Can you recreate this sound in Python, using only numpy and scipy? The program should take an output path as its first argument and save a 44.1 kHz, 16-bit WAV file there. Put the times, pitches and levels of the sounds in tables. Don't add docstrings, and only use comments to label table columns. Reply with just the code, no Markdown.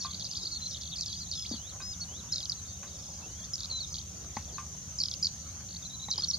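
import sys
import numpy as np
from scipy import signal
from scipy.fft import rfft, irfft
from scipy.io import wavfile
from scipy.ndimage import uniform_filter1d

SR = 44100
rng = np.random.default_rng(int(sys.argv[2]) if len(sys.argv) > 2 else 0)


def persist_wave(psi):
    counts = np.round(np.clip(psi, -1, 1) * 32767).astype(np.int16)
    wavfile.write(sys.argv[1], SR, np.atleast_2d(counts).T)


N = 281358
LEAD_S = 0.00088


def undb(db):
    return 10 ** (np.asarray(db) / 20)


def pan(left_db):
    return undb(np.array([[left_db], [-left_db]]) / 2)


def at_hz(points, hz):
    f, value = np.transpose(points)
    return np.interp(np.log(hz + 1), np.log(f), value)


def add(out, s, sound):
    i = int(np.clip(s * SR, 0, N))
    out[:, i:i + sound.shape[1]] += sound[:, :N - i]


def walk(rate_hz):
    hold = int(SR / rate_hz)
    steps = np.repeat(rng.standard_normal(N // hold + 1), hold)
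    return 0.5 * uniform_filter1d(uniform_filter1d(steps, hold), hold)[:N]


def wobble(t, rate_hz, count=160):
    corners = rng.standard_normal((2, count))
    return np.array([np.interp(t * rate_hz, np.arange(count), row) for row in corners])


def patchy(x, depth_db, hold_s, size=1024):
    bands = signal.stft(x, nperseg=size)[2]
    frames = max(int(2 * hold_s * SR / size), 1)
    swell = uniform_filter1d(rng.standard_normal(bands.shape[1:]), size=7, axis=0)
    swell = uniform_filter1d(swell, frames, axis=1)
    y = signal.istft(bands * undb(depth_db * swell / np.std(swell)), nperseg=size)[1][:, :N]
    return y * np.std(x) / np.std(y)


def scatter(x, db, t60_s):
    t = np.arange(SR // 2) / SR
    tail = rng.standard_normal((2, len(t))) * undb(-60 * t / t60_s) * (1 - np.exp(-t / 0.0064))
    tail /= np.sqrt(np.sum(tail ** 2, axis=1, keepdims=True))
    return x + undb(db) * signal.fftconvolve(x.mean(axis=0)[None], tail, axes=1)[:, :N]


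# f/Hz, side over mid/dB
WIDTH = [(60, -25), (200, -12), (400, -5), (1300, -4.5), (2400, -1.5), (4400, -5), (6300, 3), (7800, -18),
         (15000, -53)]


def diffuse_noise(spectrum, mid_rms_db):
    hz = np.arange(N // 2 + 1) * SR / N
    gain = undb(at_hz(spectrum, hz)) * (hz > spectrum[0][0]) * (hz < spectrum[-1][0])
    mid = irfft(rfft(rng.standard_normal(N)) * gain, N)
    side = irfft(rfft(rng.standard_normal(N)) * gain * undb(at_hz(WIDTH, hz)), N)
    return undb(mid_rms_db) / np.std(mid) * np.array([mid + side, mid - side])


# f/Hz, relative density/dB
RUMBLE_SPECTRUM = [(13, -58), (22, -41), (32, -38), (40, -13.5), (53, -8.5), (81, 2), (131, -8.5),
                   (172, -5), (245, -17.5), (312, -21.5), (450, -28.5), (580, -99), (990, -120)]
AIR_SPECTRUM = [(240, -53), (400, -10), (559, 3.5), (651, -2), (717, 2), (910, -3), (1300, -1), (1760, -7),
                (3830, -6), (5300, 0.5), (6890, -68), (11700, -120)]
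INSECT_SPECTRUM = [(3060, -13), (5200, -17), (5420, -40), (5560, -1.5), (5940, 4.5), (6350, 8), (7120, -2),
                   (7430, -11.5), (7800, -20), (8600, -43)]
HISS_SPECTRUM = [(4410, -27), (7500, -1), (8500, -0.5), (10000, -4), (12500, -7.5), (14100, -10.5),
                 (15700, -13.5)]
# t/s, gain/dB
AIR_STIR = [(0, 0.5), (1.3, -1), (1.8, 1.5), (3.3, 1.5), (6.3, 1.5)]


def field():
    rumble = diffuse_noise(RUMBLE_SPECTRUM, -48)
    stir_db = np.interp(np.arange(N) / SR, *np.transpose(AIR_STIR))
    air = patchy(diffuse_noise(AIR_SPECTRUM, -59.5), depth_db=2.7, hold_s=.07) * undb(stir_db)
    insects = patchy(diffuse_noise(INSECT_SPECTRUM, -48.5), depth_db=2.5, hold_s=.03)
    insects *= undb(walk(rate_hz=60))
    return rumble + air + insects + diffuse_noise(HISS_SPECTRUM, -64.5)


def syrinx(hz, db, pan_db=0, overtone_db=-38, flutter_db=3.0, waver=0.0079, rasp=0):
    throat_hz, throat_q = 4800, 3.43
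    left_lag_s = .000032
    t = np.arange(len(hz)) / SR
    pitch_drift, breath_drift = wobble(t, rate_hz=300)
    phase_grit, amp_grit = rasp * wobble(t, rate_hz=900)
    phase = 2 * np.pi * np.cumsum(hz * (1 + waver * pitch_drift)) / SR + phase_grit
    stereo_phase = np.array([phase - 2 * np.pi * hz * left_lag_s, phase])
    tone = np.sin(stereo_phase) + undb(overtone_db) * np.sin(2 * phase)
    ramp_s = .0026 + .04 * t[-1]
    opening = np.clip(np.minimum(t, t[-1] - t) / ramp_s, 0, 1)
    throat = 1 / np.sqrt(1 + (throat_q * (hz / throat_hz - throat_hz / hz)) ** 2)
    envelope = np.sin(opening * np.pi / 2) ** 2 * undb(db + flutter_db * breath_drift) * (1 + amp_grit)
    return pan(pan_db) * throat * envelope * tone


# t/s, length/s, start f/Hz, end f/Hz, vibrato rate/Hz, swing/Hz, level/dB
BUZZES = [(0.0, 0.049, 6000, 5440, 185, 380, -35.5), (.617, 0.13, 6340, 5380, 160.2, 398, -39),
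          (1.487, 0.043, 5370, 5260, 104, 704, -39.5), (1.52, 0.049, 3770, 3380, 108, 350, -40),
          (2.648, 0.13, 3660, 3770, 44, 110, -49.5)]


def buzzes(tremolo_db=4):
    out = np.zeros((2, N))
    for s, length_s, start_hz, end_hz, rate_hz, swing_hz, db in BUZZES:
        t = np.arange(int(length_s * SR)) / SR
        vibrato = np.sin(2 * np.pi * rate_hz * t)
        hz = start_hz + (end_hz - start_hz) * (t / length_s) ** 2 + swing_hz * vibrato
        add(out, s, syrinx(hz, db - tremolo_db * vibrato))
    return out


def glide(length_s, start_hz, aim_hz, end_hz, bend, start_db, end_db, pan_db=0, shake=1):
    u = np.arange(-LEAD_S, length_s + LEAD_S, 1 / SR) / length_s
    slide_in, slide_out = np.clip([1 - u, u], 0, None) ** bend
    hz = aim_hz + (start_hz - aim_hz) * slide_in + (end_hz - aim_hz) * slide_out
    db = start_db + (end_db - start_db) * np.clip(u, 0, 1)
    return syrinx(np.clip(hz, 1800, 8500), db, pan_db, flutter_db=1.3 * shake, waver=.007 * shake)


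def song(notes):
    out = np.zeros((2, N))
    for s, *shape in notes:
        add(out, s - LEAD_S, glide(*shape))
    return out


# t/s, length/s, level/dB
FAR_BOUTS = [(0.0, 1.27, -47.5), (1.301, 0.29, -46.5), (2.604, 0.23, -55.5), (2.849, 0.55, -57),
             (3.521, .5, -55), (4.171, 0.39, -58.5), (5.297, 0.32, -57)]


def far_chatter(gap_s=.029, note_s=0.014, centre_hz=3900, slide=0.55, bend=2.83):
    out = np.zeros((2, N))
    for s, length_s, db in FAR_BOUTS:
        for k, (late, stretch, pitch, start, end, loud) in enumerate(rng.uniform(-1.2, 1, (80, 6))):
            if k * gap_s < length_s:
                contour = np.array([1 + slide * (start + .5), 1, 1 + .5 * slide * end])
                pitches_hz = centre_hz * (1 + .17 * pitch) * contour
                note = glide(note_s * 2 ** stretch, *pitches_hz, bend, db + 4 * loud, db)
                add(out, s + (k + 0.49 * late) * gap_s, note)
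    return out


# crest t/s, climb/s, drop/s, start f/Hz, crest f/Hz, end f/Hz, level/dB
TWITTERS = [(.009, 0.0025, 0.01, 4400, 4720, 4200, -38), (.021, .003, 0.0084, 4170, 4470, 3300, -36),
            (.040, .010, .002, 3930, 5000, 4800, -38), (.047, .008, 0.0056, 3340, 4450, 3280, -30.5),
            (0.057, 0.005, 0.014, 3650, 5060, 3100, -33.5), (.098, 0.0018, .007, 4600, 4670, 4300, -39),
            (.114, 0.011, 0.004, 3450, 4460, 3100, -35), (.137, 0.0088, 0.0013, 3050, 4600, 4300, -29),
            (0.147, 0.0044, 0.01, 3650, 4670, 3050, -30.5), (.222, .003, 0.0091, 3930, 4560, 3170, -33.5),
            (.251, 0.0061, 0.0052, 4710, 5300, 3300, -29.5), (.265, .005, 0.0082, 3350, 5040, 3400, -30),
            (.310, 0.0024, 0.0023, 4160, 5640, 4200, -35), (0.315, 0.0027, 0.0016, 4100, 5770, 5000, -27),
            (.333, 0.013, 0.0067, 4500, 4970, 3280, -33), (.358, 0.0076, 0.0045, 3120, 5240, 3500, -28.5),
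            (0.37, 0.0031, 0.013, 3730, 5400, 3330, -28.5), (.423, 0.0022, 0.0047, 5500, 5400, 4700, -31.5),
            (0.434, 0.0048, 0.012, 4400, 5180, 3360, -33), (.461, 0.012, 0.0032, 4340, 5090, 4400, -30.5),
            (0.472, 0.0046, 0.0098, 3630, 4600, 3800, -29), (0.705, 0.0026, .002, 4300, 5500, 4300, -40),
            (.748, 0.0056, 0.0018, 3020, 3960, 3800, -32), (.814, 0.0023, 0.0019, 4650, 5600, 4000, -29.5),
            (.923, 0.0089, 0.0049, 3620, 3900, 3400, -33.5), (0.929, 0.0027, 0.0053, 3470, 3970, 3200, -31),
            (0.936, 0.0015, 0.0081, 3400, 3810, 3050, -32),
            (0.965, 0.0094, 0.0039, 4270, 5470, 4300, -31.5), (0.97, 0.0028, 0.0056, 4200, 4400, 3600, -30),
            (6.181, .004, 0.0025, 3920, 5300, 4400, -30), (6.187, 0.0041, .001, 4200, 5700, 5500, -29),
            (6.3513, 0.0016, .005, 4720, 5100, 3400, -28), (6.334, 0.0058, .004, 3380, 5180, 3970, -29.5)]


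def twitters(climb_bend=1.57, drop_bend=0.98, edge_db=-3):
    out = np.zeros((2, N))
    for s, climb_s, drop_s, start_hz, crest_hz, end_hz, db in TWITTERS:
        t = np.arange(-climb_s - LEAD_S, drop_s + LEAD_S, 1 / SR)
        climb = np.clip(1 + t / climb_s, 0, 1) ** climb_bend
        drop = np.clip(t / drop_s, 0, 1) ** drop_bend
        off_crest = np.where(t < 0, 1 - climb, drop)
        hz = crest_hz + (np.where(t < 0, start_hz, end_hz) - crest_hz) * off_crest
        add(out, s + t[0], syrinx(hz, db + edge_db * off_crest, waver=0.018, rasp=.3))
    return out


def knocks(blows, modes, contact_t60_s, contact_top_hz, upper_hz=1400, attack_s=0.0014):
    out, t = np.zeros((2, N)), np.arange(SR // 2) / SR
    colour = signal.butter(1, [500, contact_top_hz], "band", fs=SR, output="sos")
    distance = signal.butter(2, 9000, fs=SR, output="sos")
    for s, ring_db, contact_db, upper_db in blows:
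        ring = np.zeros(len(t))
        for k, (hz, db, t60_s) in enumerate(modes):
            decay = undb(db + upper_db * (hz > upper_hz) - 60 * t / t60_s)
            ring += (-1) ** k * decay * np.sin(2 * np.pi * hz * t)
        contact = rng.standard_normal(len(t)) * undb(contact_db - 60 * t / contact_t60_s)
        blow = (undb(ring_db) * ring + signal.sosfilt(colour, contact)) * np.minimum(t / attack_s, 1)
        add(out, s, np.tile(signal.sosfilt(distance, blow), (2, 1)))
    return out


# t/s, ring level/dB, contact level/dB, upper-mode gain/dB
CLINKS = [(.047, -37, -44, -5.5), (1.801, -50.5, -42, 12), (2.829, -52.5, -40, 8), (4.581, -38, -38, 1)]
# f/Hz, level/dB, t60/s
CLINK_MODES = [(694, -16, .08), (1068, 2, 0.12), (1183, -1, 0.2), (1445, -17, 0.13), (1550, -9, 0.14),
               (2320, -18, 0.058), (2513, -9, 0.098)]


def clinks():
    blows = knocks(CLINKS, CLINK_MODES, contact_t60_s=0.2, contact_top_hz=2220)
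    return scatter(blows, db=-13.5, t60_s=0.076)


# t/s, length/s, centre f/Hz, level/dB
RUSTLES = [(0.086, 0.19, 326, -63.5), (0.392, 0.1, 368, -60.5), (1.709, 0.078, 940, -56.5),
           (2.08, 0.079, 695, -57), (2.155, 0.066, 400, -60), (2.218, 0.087, 850, -60),
           (2.78, 0.28, 480, -61.5), (3.169, 0.1, 800, -57), (3.218, 0.13, 352, -57.5),
           (3.318, 0.19, 590, -62.5), (3.686, .06, 620, -58), (4.04, 0.33, 364, -60.5),
           (4.459, 0.11, 480, -56), (4.691, 0.062, 400, -59), (5.529, .13, 1300, -60),
           (6.14, 0.082, 368, -56.5)]


def rustles(edge_ratio=1.39, width=0.37):
    out = np.zeros((2, N))
    for s, length_s, hz, db in RUSTLES:
        swell = np.sin(np.linspace(0, np.pi, int(length_s * SR)))
        band = signal.butter(2, [hz / edge_ratio, hz * edge_ratio], "band", fs=SR, output="sos")
        mid, side = signal.sosfilt(band, rng.standard_normal((2, SR // 2)))[:, :len(swell)]
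        stereo = np.array([mid + width * side, mid - width * side])
        add(out, s, undb(db) / np.std(mid) * swell * stereo)
    return out


# t/s, length/s, crest f/Hz, trough f/Hz, end f/Hz, fall time/s, level/dB
SWOOPS = [(0.193, 0.014, 5950, 3200, 3700, 0.0053, -31), (0.208, 0.012, 5150, 3150, 4240, 0.0025, -24.5),
          (.709, 0.021, 5430, 3730, 3350, 0.0042, -30.5), (0.728, 0.0077, 4860, 3800, 3600, 0.0016, -30),
          (0.751, 0.024, 4000, 3300, 2980, 0.0041, -23), (0.77, 0.012, 4600, 3640, 3350, 0.0026, -27),
          (0.819, 0.019, 5400, 3500, 3500, 0.0026, -30.5), (0.834, 0.012, 4550, 3500, 3300, 0.0022, -27),
          (0.855, 0.021, 4400, 3270, 3050, 0.003, -26), (0.875, 0.014, 4600, 3550, 3200, 0.0026, -29.5),
          (1.007, 0.0066, 7620, 4000, 4500, 0.0039, -22), (1.017, 0.013, 6650, 3620, 4360, 0.0053, -27),
          (1.03, 0.018, 5680, 3520, 3700, 0.0046, -26), (1.057, 0.012, 7130, 3220, 3420, .0045, -24.5),
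          (1.081, 0.015, 5600, 3270, 3100, 0.0025, -27), (1.1, 0.015, 5130, 3350, 2640, 0.0029, -30),
          (1.127, 0.019, 6000, 3350, 3370, 0.0027, -23.5), (1.151, .010, 5830, 3180, 2700, 0.0022, -28),
          (1.311, 0.016, 7080, 3930, 5500, 0.0041, -27), (1.327, 0.013, 5370, 3670, 5100, 0.0017, -25),
          (1.341, 0.0071, 4200, 3680, 4770, 0.0018, -26), (1.352, 0.015, 5880, 3540, 3350, 0.0026, -24),
          (1.374, 0.022, 6500, 3350, 3270, 0.0019, -23.5), (1.394, 0.013, 6100, 3100, 2780, 0.0028, -26.5),
          (1.422, 0.03, 5950, 3470, 3040, 0.0028, -26.5), (2.321, 0.01, 6730, 4980, 5370, 0.0025, -23),
          (2.3305, 0.015, 5780, 4090, 4650, 0.002, -22.5), (2.356, .018, 6940, 3560, 4630, 0.0042, -22.5),
          (2.38, 0.012, 6350, 3650, 3850, 0.0026, -23.5), (2.402, 0.016, 6640, 3400, 2780, 0.0025, -24.5),
          (2.427, .016, 6070, 3980, 4330, 0.0025, -26.5), (2.453, 0.017, 6330, 3130, 2830, 0.0039, -25.5),
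          (2.494, 0.0095, 6260, 4650, 5100, 0.0029, -23.5), (2.518, .014, 6240, 4060, 3320, 0.0024, -22),
          (3.4, .009, 5400, 4350, 4500, .003, -45), (3.444, 0.01, 7000, 4250, 4200, .004, -39.5),
          (3.532, 0.014, 7200, 4860, 6300, 0.0037, -24), (3.554, 0.0039, 7000, 3200, 2900, 0.0038, -18),
          (3.578, .023, 6850, 3600, 5230, 0.0029, -32.5), (3.602, 0.026, 6680, 3300, 4660, 0.0053, -27),
          (3.631, 0.02, 6800, 3420, 5330, 0.0033, -25.5), (3.655, 0.0064, 6720, 3170, 3000, 0.0029, -26.5),
          (3.94, 0.02, 6250, 3140, 5660, 0.0037, -26), (3.966, 0.022, 6630, 2770, 5380, 0.0022, -26.5),
          (3.989, .018, 6150, 3070, 3700, 0.0027, -27.5), (4.012, 0.01, 6350, 3600, 3000, 0.0019, -32.5),
          (4.207, .012, 5400, 3600, 3400, 0.0036, -51), (4.236, .014, 5400, 3600, 3280, 0.0036, -46),
          (4.35, .018, 5200, 3400, 3300, 0.0039, -42), (4.366, 0.018, 5200, 3300, 3200, 0.0043, -36),
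          (4.393, .008, 5400, 3600, 3200, .003, -45), (4.423, .014, 5200, 3430, 3600, 0.0032, -40.5),
          (4.446, 0.0096, 5400, 3400, 3000, 0.0026, -39), (4.544, 0.017, 5100, 4190, 4400, 0.0028, -38.5),
          (4.571, .008, 4800, 3740, 3400, .003, -39), (4.983, .012, 7400, 4720, 5270, 0.0042, -22.5),
          (4.999, 0.015, 6900, 4290, 5260, 0.0031, -21.5), (5.013, 0.013, 5380, 3850, 4400, 0.0047, -22.5),
          (5.0335, 0.011, 5800, 2970, 3000, 0.0057, -19.5), (5.054, 0.017, 5230, 2820, 3100, 0.0075, -24),
          (5.082, 0.011, 5400, 2870, 2750, 0.0052, -23.5), (5.111, 0.023, 5900, 3230, 3970, 0.0047, -23.5),
          (5.137, 0.011, 5750, 2770, 2600, 0.004, -21.5), (5.224, 0.015, 7480, 4670, 6360, 0.003, -19.5),
          (5.2427, 0.018, 7150, 4120, 5560, 0.0032, -18.5), (5.267, 0.011, 6790, 4060, 2940, 0.0022, -19.5),
          (6.108, 0.022, 6470, 3750, 5060, 0.0066, -21), (6.135, 0.027, 6000, 3080, 3520, 0.0026, -24.5),
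          (6.157, 0.025, 6400, 3030, 4400, 0.0026, -25.5), (6.185, 0.014, 5380, 3130, 3800, .002, -24),
          (6.22, 0.015, 6030, 3370, 3320, 0.003, -22), (6.243, .022, 5800, 2950, 3430, 0.0045, -25.5),
          (6.271, .007, 6320, 2980, 2800, 0.0034, -30)]


def swoops(steepness=3.63, bend=4.03):
    climb_s, climb_depth, climb_db, swell_s = .006, 0.298, -15, 0.0026
    easy_hz, strain_db_per_khz, tire_db_per_s = 4370, 9, 229
    out = np.zeros((2, N))
    for s, length_s, crest_hz, trough_hz, end_hz, fall_s, db in SWOOPS:
        t = np.arange(-climb_s, length_s + LEAD_S, 1 / SR)
        before, after_s = np.clip(-t / climb_s, 0, 1), t.clip(0)
        dive = 1 / (1 + 2 * (after_s / fall_s) ** steepness)
        turn = np.minimum(after_s / length_s, 1) ** bend
        hz = trough_hz + (crest_hz - trough_hz) * dive + (end_hz - trough_hz) * turn
        hz *= 1 - climb_depth * before ** 2
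        strain_db = strain_db_per_khz * np.maximum(easy_hz - hz, 0) / 1000
        onset_db = climb_db * np.clip(1 - t / swell_s, 0, 1)
        level_db = db + onset_db - strain_db - tire_db_per_s * after_s
        add(out, s - climb_s, syrinx(hz, level_db, overtone_db=-36, flutter_db=1.6, waver=.018, rasp=.17))
    return out


# t/s, length/s, f/Hz, level/dB
PIPS = [(0.243, 0.0093, 4680, -33), (2.003, 0.01, 5140, -34.5), (3.926, 0.0084, 5680, -28),
        (6.104, 0.0048, 5770, -25), (6.282, 0.013, 5330, -24)]


def pips(edge_ratio=1.18, bend=2.97):
    for s, length_s, hz, db in PIPS:
        yield s, length_s, hz * edge_ratio, hz, hz * edge_ratio, bend, db, db


# t/s, length/s, start f/Hz, end f/Hz, level/dB
SLURS = [(0.271, .035, 2680, 2950, -47), (0.603, 0.01, 4930, 6000, -48), (0.977, 0.032, 2360, 2700, -47.5),
         (0.981, 0.019, 5160, 4130, -34), (1.097, 0.06, 4770, 4400, -44), (1.227, .01, 4300, 3300, -43),
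         (1.283, .018, 4550, 4200, -48), (1.442, 0.015, 3800, 5660, -42), (1.447, 0.021, 2090, 5160, -33),
         (1.577, 0.12, 2840, 4200, -43.5), (1.695, 0.03, 4420, 3180, -41.5),
         (1.811, 0.013, 3700, 4150, -42), (1.933, 0.015, 3900, 3250, -40.5), (2.077, 0.12, 2844, 4220, -44),
         (2.192, 0.024, 4340, 3060, -42), (2.285, 0.044, 3450, 4360, -44.5),
         (3.221, 0.042, 2640, 2710, -43), (3.277, 0.13, 2905, 3470, -51), (3.416, 0.033, 3220, 3750, -39),
         (3.802, 0.052, 4490, 3510, -32.5), (4.483, 0.029, 3650, 3100, -45.5),
         (4.524, 0.017, 5000, 4550, -49), (5.823, 0.023, 3850, 3320, -41.5),
         (6.337, 0.012, 4280, 4780, -23)]


def slurs(rise_knee=0.14, fall_knee=0.54, bend=2.1, tilt_db=1.5, pan_db=-2, shake=2):
    for s, length_s, start_hz, end_hz, db in SLURS:
        knee, swell_db = (rise_knee, tilt_db) if end_hz > start_hz else (fall_knee, -tilt_db)
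        aim_hz = start_hz + knee * (end_hz - start_hz)
        yield s, length_s, start_hz, aim_hz, end_hz, bend, db - swell_db, db + swell_db, pan_db, shake


# t/s, length/s, aim f/Hz, level/dB
DIPS = [(0.367, 0.09, 3450, -38.5), (1.06, .092, 3450, -36.5)]


def dips(start_ratio=1.65, end_ratio=1.28, bend=2.7, fade_db=4):
    for s, length_s, hz, db in DIPS:
        yield s, length_s, hz * start_ratio, hz, hz * end_ratio, bend, db, db - fade_db


# t/s, length/s, start f/Hz, top f/Hz, end f/Hz, flatness, level/dB
WHISTLES = [(0.47, .074, 4800, 5100, 4470, 2.8, -46), (1.157, 0.089, 4660, 5200, 4060, 2.5, -42),
            (1.348, 0.1, 5200, 5190, 4900, 6.1, -38.5), (1.82, 0.12, 4840, 5130, 4720, 8, -38),
            (2.339, 0.094, 5200, 5220, 4360, 5.6, -43)]


def whistles(pan_db=1.5):
    out = np.zeros((2, N))
    for s, length_s, start_hz, top_hz, end_hz, flatness, db in WHISTLES:
        u = np.linspace(0, 1, int(length_s * SR))
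        hz = top_hz + (start_hz - top_hz) * (1 - u) ** flatness + (end_hz - top_hz) * u ** flatness
        add(out, s, syrinx(hz, db, pan_db, flutter_db=1, waver=.002))
    return out


# t/s, length/s, start f/Hz, end f/Hz, level/dB
PEEPS = [(0.513, 0.03, 4430, 4130, -33.5), (0.547, 0.01, 4510, 4140, -32.5),
         (0.621, 0.011, 4100, 4090, -30.5), (0.637, 0.016, 4250, 3980, -36),
         (1.515, 0.035, 4610, 4410, -36.5), (2.01, 0.027, 4345, 4410, -33),
         (6.194, 0.011, 4930, 4970, -29.5), (6.233, .013, 4200, 4450, -23.5),
         (6.298, 0.011, 5690, 5470, -22.5)]


def peeps(arch=1.01, bend=2, flick_s=0.0063, flick_ratio=1.08, flick_end_hz=3370, flick_db=-2):
    for s, length_s, start_hz, end_hz, db in PEEPS:
        yield s, length_s, start_hz, arch * (start_hz + end_hz) / 2, end_hz, bend, db, db
        flick_hz = end_hz * flick_ratio, (end_hz + flick_end_hz) / 2, flick_end_hz
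        yield s + length_s, flick_s, *flick_hz, bend, db + flick_db, db + flick_db


# t/s, length/s, f/Hz, level/dB, shake (1 = ordinary)
HELD_NOTES = [(0.558, 0.019, 4290, -32, 1), (0.604, 0.017, 4070, -39, 2), (0.66, 0.014, 4190, -28.5, 1),
              (2.572, 0.033, 4070, -44, 1), (3.699, 0.0077, 4320, -30, 1), (3.711, 0.007, 4260, -26, 1),
              (3.718, 0.08, 4040, -29.5, 0.54), (5.849, 0.022, 4060, -37.5, 2.2),
              (5.897, 0.033, 3810, -40.5, 2.9), (5.931, 0.03, 4010, -35, 2.8),
              (5.995, 0.027, 3830, -41.5, 2.8), (6.024, 0.0304, 4014, -35, 2.8),
              (6.083, 0.029, 3920, -35.5, 2.8), (6.132, 0.013, 4000, -29.5, 2)]


def held_notes(start_ratio=1.01, end_ratio=0.88, bend=11.0, pan_db=-1):
    for s, length_s, hz, db, shake in HELD_NOTES:
        yield s, length_s, hz * start_ratio, hz, hz * end_ratio, bend, db, db, pan_db, shake


# t/s, ring level/dB, contact level/dB, upper-mode gain/dB
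CLACKS = [(0.598, -62, -48.5, -3), (4.3678, -30.5, -38.5, 3.5), (6.084, -39, -50, 2),
          (6.181, -41.5, -46, -4)]
# f/Hz, level/dB, t60/s
CLACK_MODES = [(219, -5.5, 0.095), (487, -4, 0.0068), (849, 5, 0.037), (983, -2, .025), (1085, 0, 0.037),
               (1926, -8, 0.029), (2163, -11.5, 0.04)]


def clacks():
    blows = knocks(CLACKS, CLACK_MODES, contact_t60_s=0.21, contact_top_hz=3000)
    return scatter(blows, db=-16.0, t60_s=0.16)


# t/s, ring level/dB, contact level/dB, upper-mode gain/dB
BUMPS = [(1.512, -32, -39.5, 0), (1.538, -38.5, -45, 0)]
# f/Hz, level/dB, t60/s
BUMP_MODES = [(219.6, 0.5, 0.13), (286, 2, 0.052), (550, -2, 0.014), (850, -18, 0.056)]


def bump():
    return knocks(BUMPS, BUMP_MODES, contact_t60_s=0.18, contact_top_hz=1100)


# t/s, count, spacing/s, first f/Hz, last f/Hz, first level/dB, last level/dB
FAR_SERIES = [(2.948, 7, .0372, 5550, 4920, -43, -49), (2.868, 7, .04, 3900, 3400, -45, -51),
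              (3.825, 3, .039, 5520, 5120, -44, -46)]


def far_series(duty=0.67, end_ratio=0.8, bend=6.5, fade_db=3, pan_db=1, gain_db=0.5):
    for s, count, gap_s, first_hz, last_hz, first_db, last_db in FAR_SERIES:
        steps = np.linspace((first_hz, first_db + gain_db), (last_hz, last_db + gain_db), count)
        for k, (hz, db) in enumerate(steps):
            yield s + k * gap_s, duty * gap_s, hz, hz, hz * end_ratio, bend, db, db - fade_db, pan_db


def trill(start_s=5.684, gap_s=.019, count=5, duty=0.6, hz=4310, bend=2.4):
    first_db, last_db, swell_db = -43.5, -37, 4
    pitches_hz = hz * 0.76, hz, hz * 1.09
    for k, db in enumerate(np.linspace(first_db, last_db, count)):
        yield start_s + k * gap_s, duty * gap_s, *pitches_hz, bend, db - swell_db, db + swell_db


def scene():
    chatter = swoops() + scatter(twitters(), db=-13, t60_s=0.12) + song([*peeps(), *pips(), *trill()])
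    whistling = song([*held_notes(), *dips()])
    whistling += scatter(song(slurs()), db=-11.5, t60_s=.14)
    birds = scatter(chatter * pan(-.8) + whistling + buzzes(), db=-11.5, t60_s=0.052)
    birds += scatter(whistles(), db=-14, t60_s=.06)
    birds = scatter(birds, db=-18, t60_s=.28)
    far_birds = scatter(far_chatter(), db=7.0, t60_s=0.073)
    far_birds += scatter(song(far_series()), db=-19, t60_s=0.07)
    knocking = (clinks() + clacks() + bump()) * pan(1.6)
    return birds + far_birds + knocking + rustles() + field()


def record(dry):
    top_hz = 15680
    return signal.sosfilt(signal.ellip(10, .2, 70, top_hz, fs=SR, output="sos"), dry)


dry = scene()
out = record(dry)
persist_wave(out)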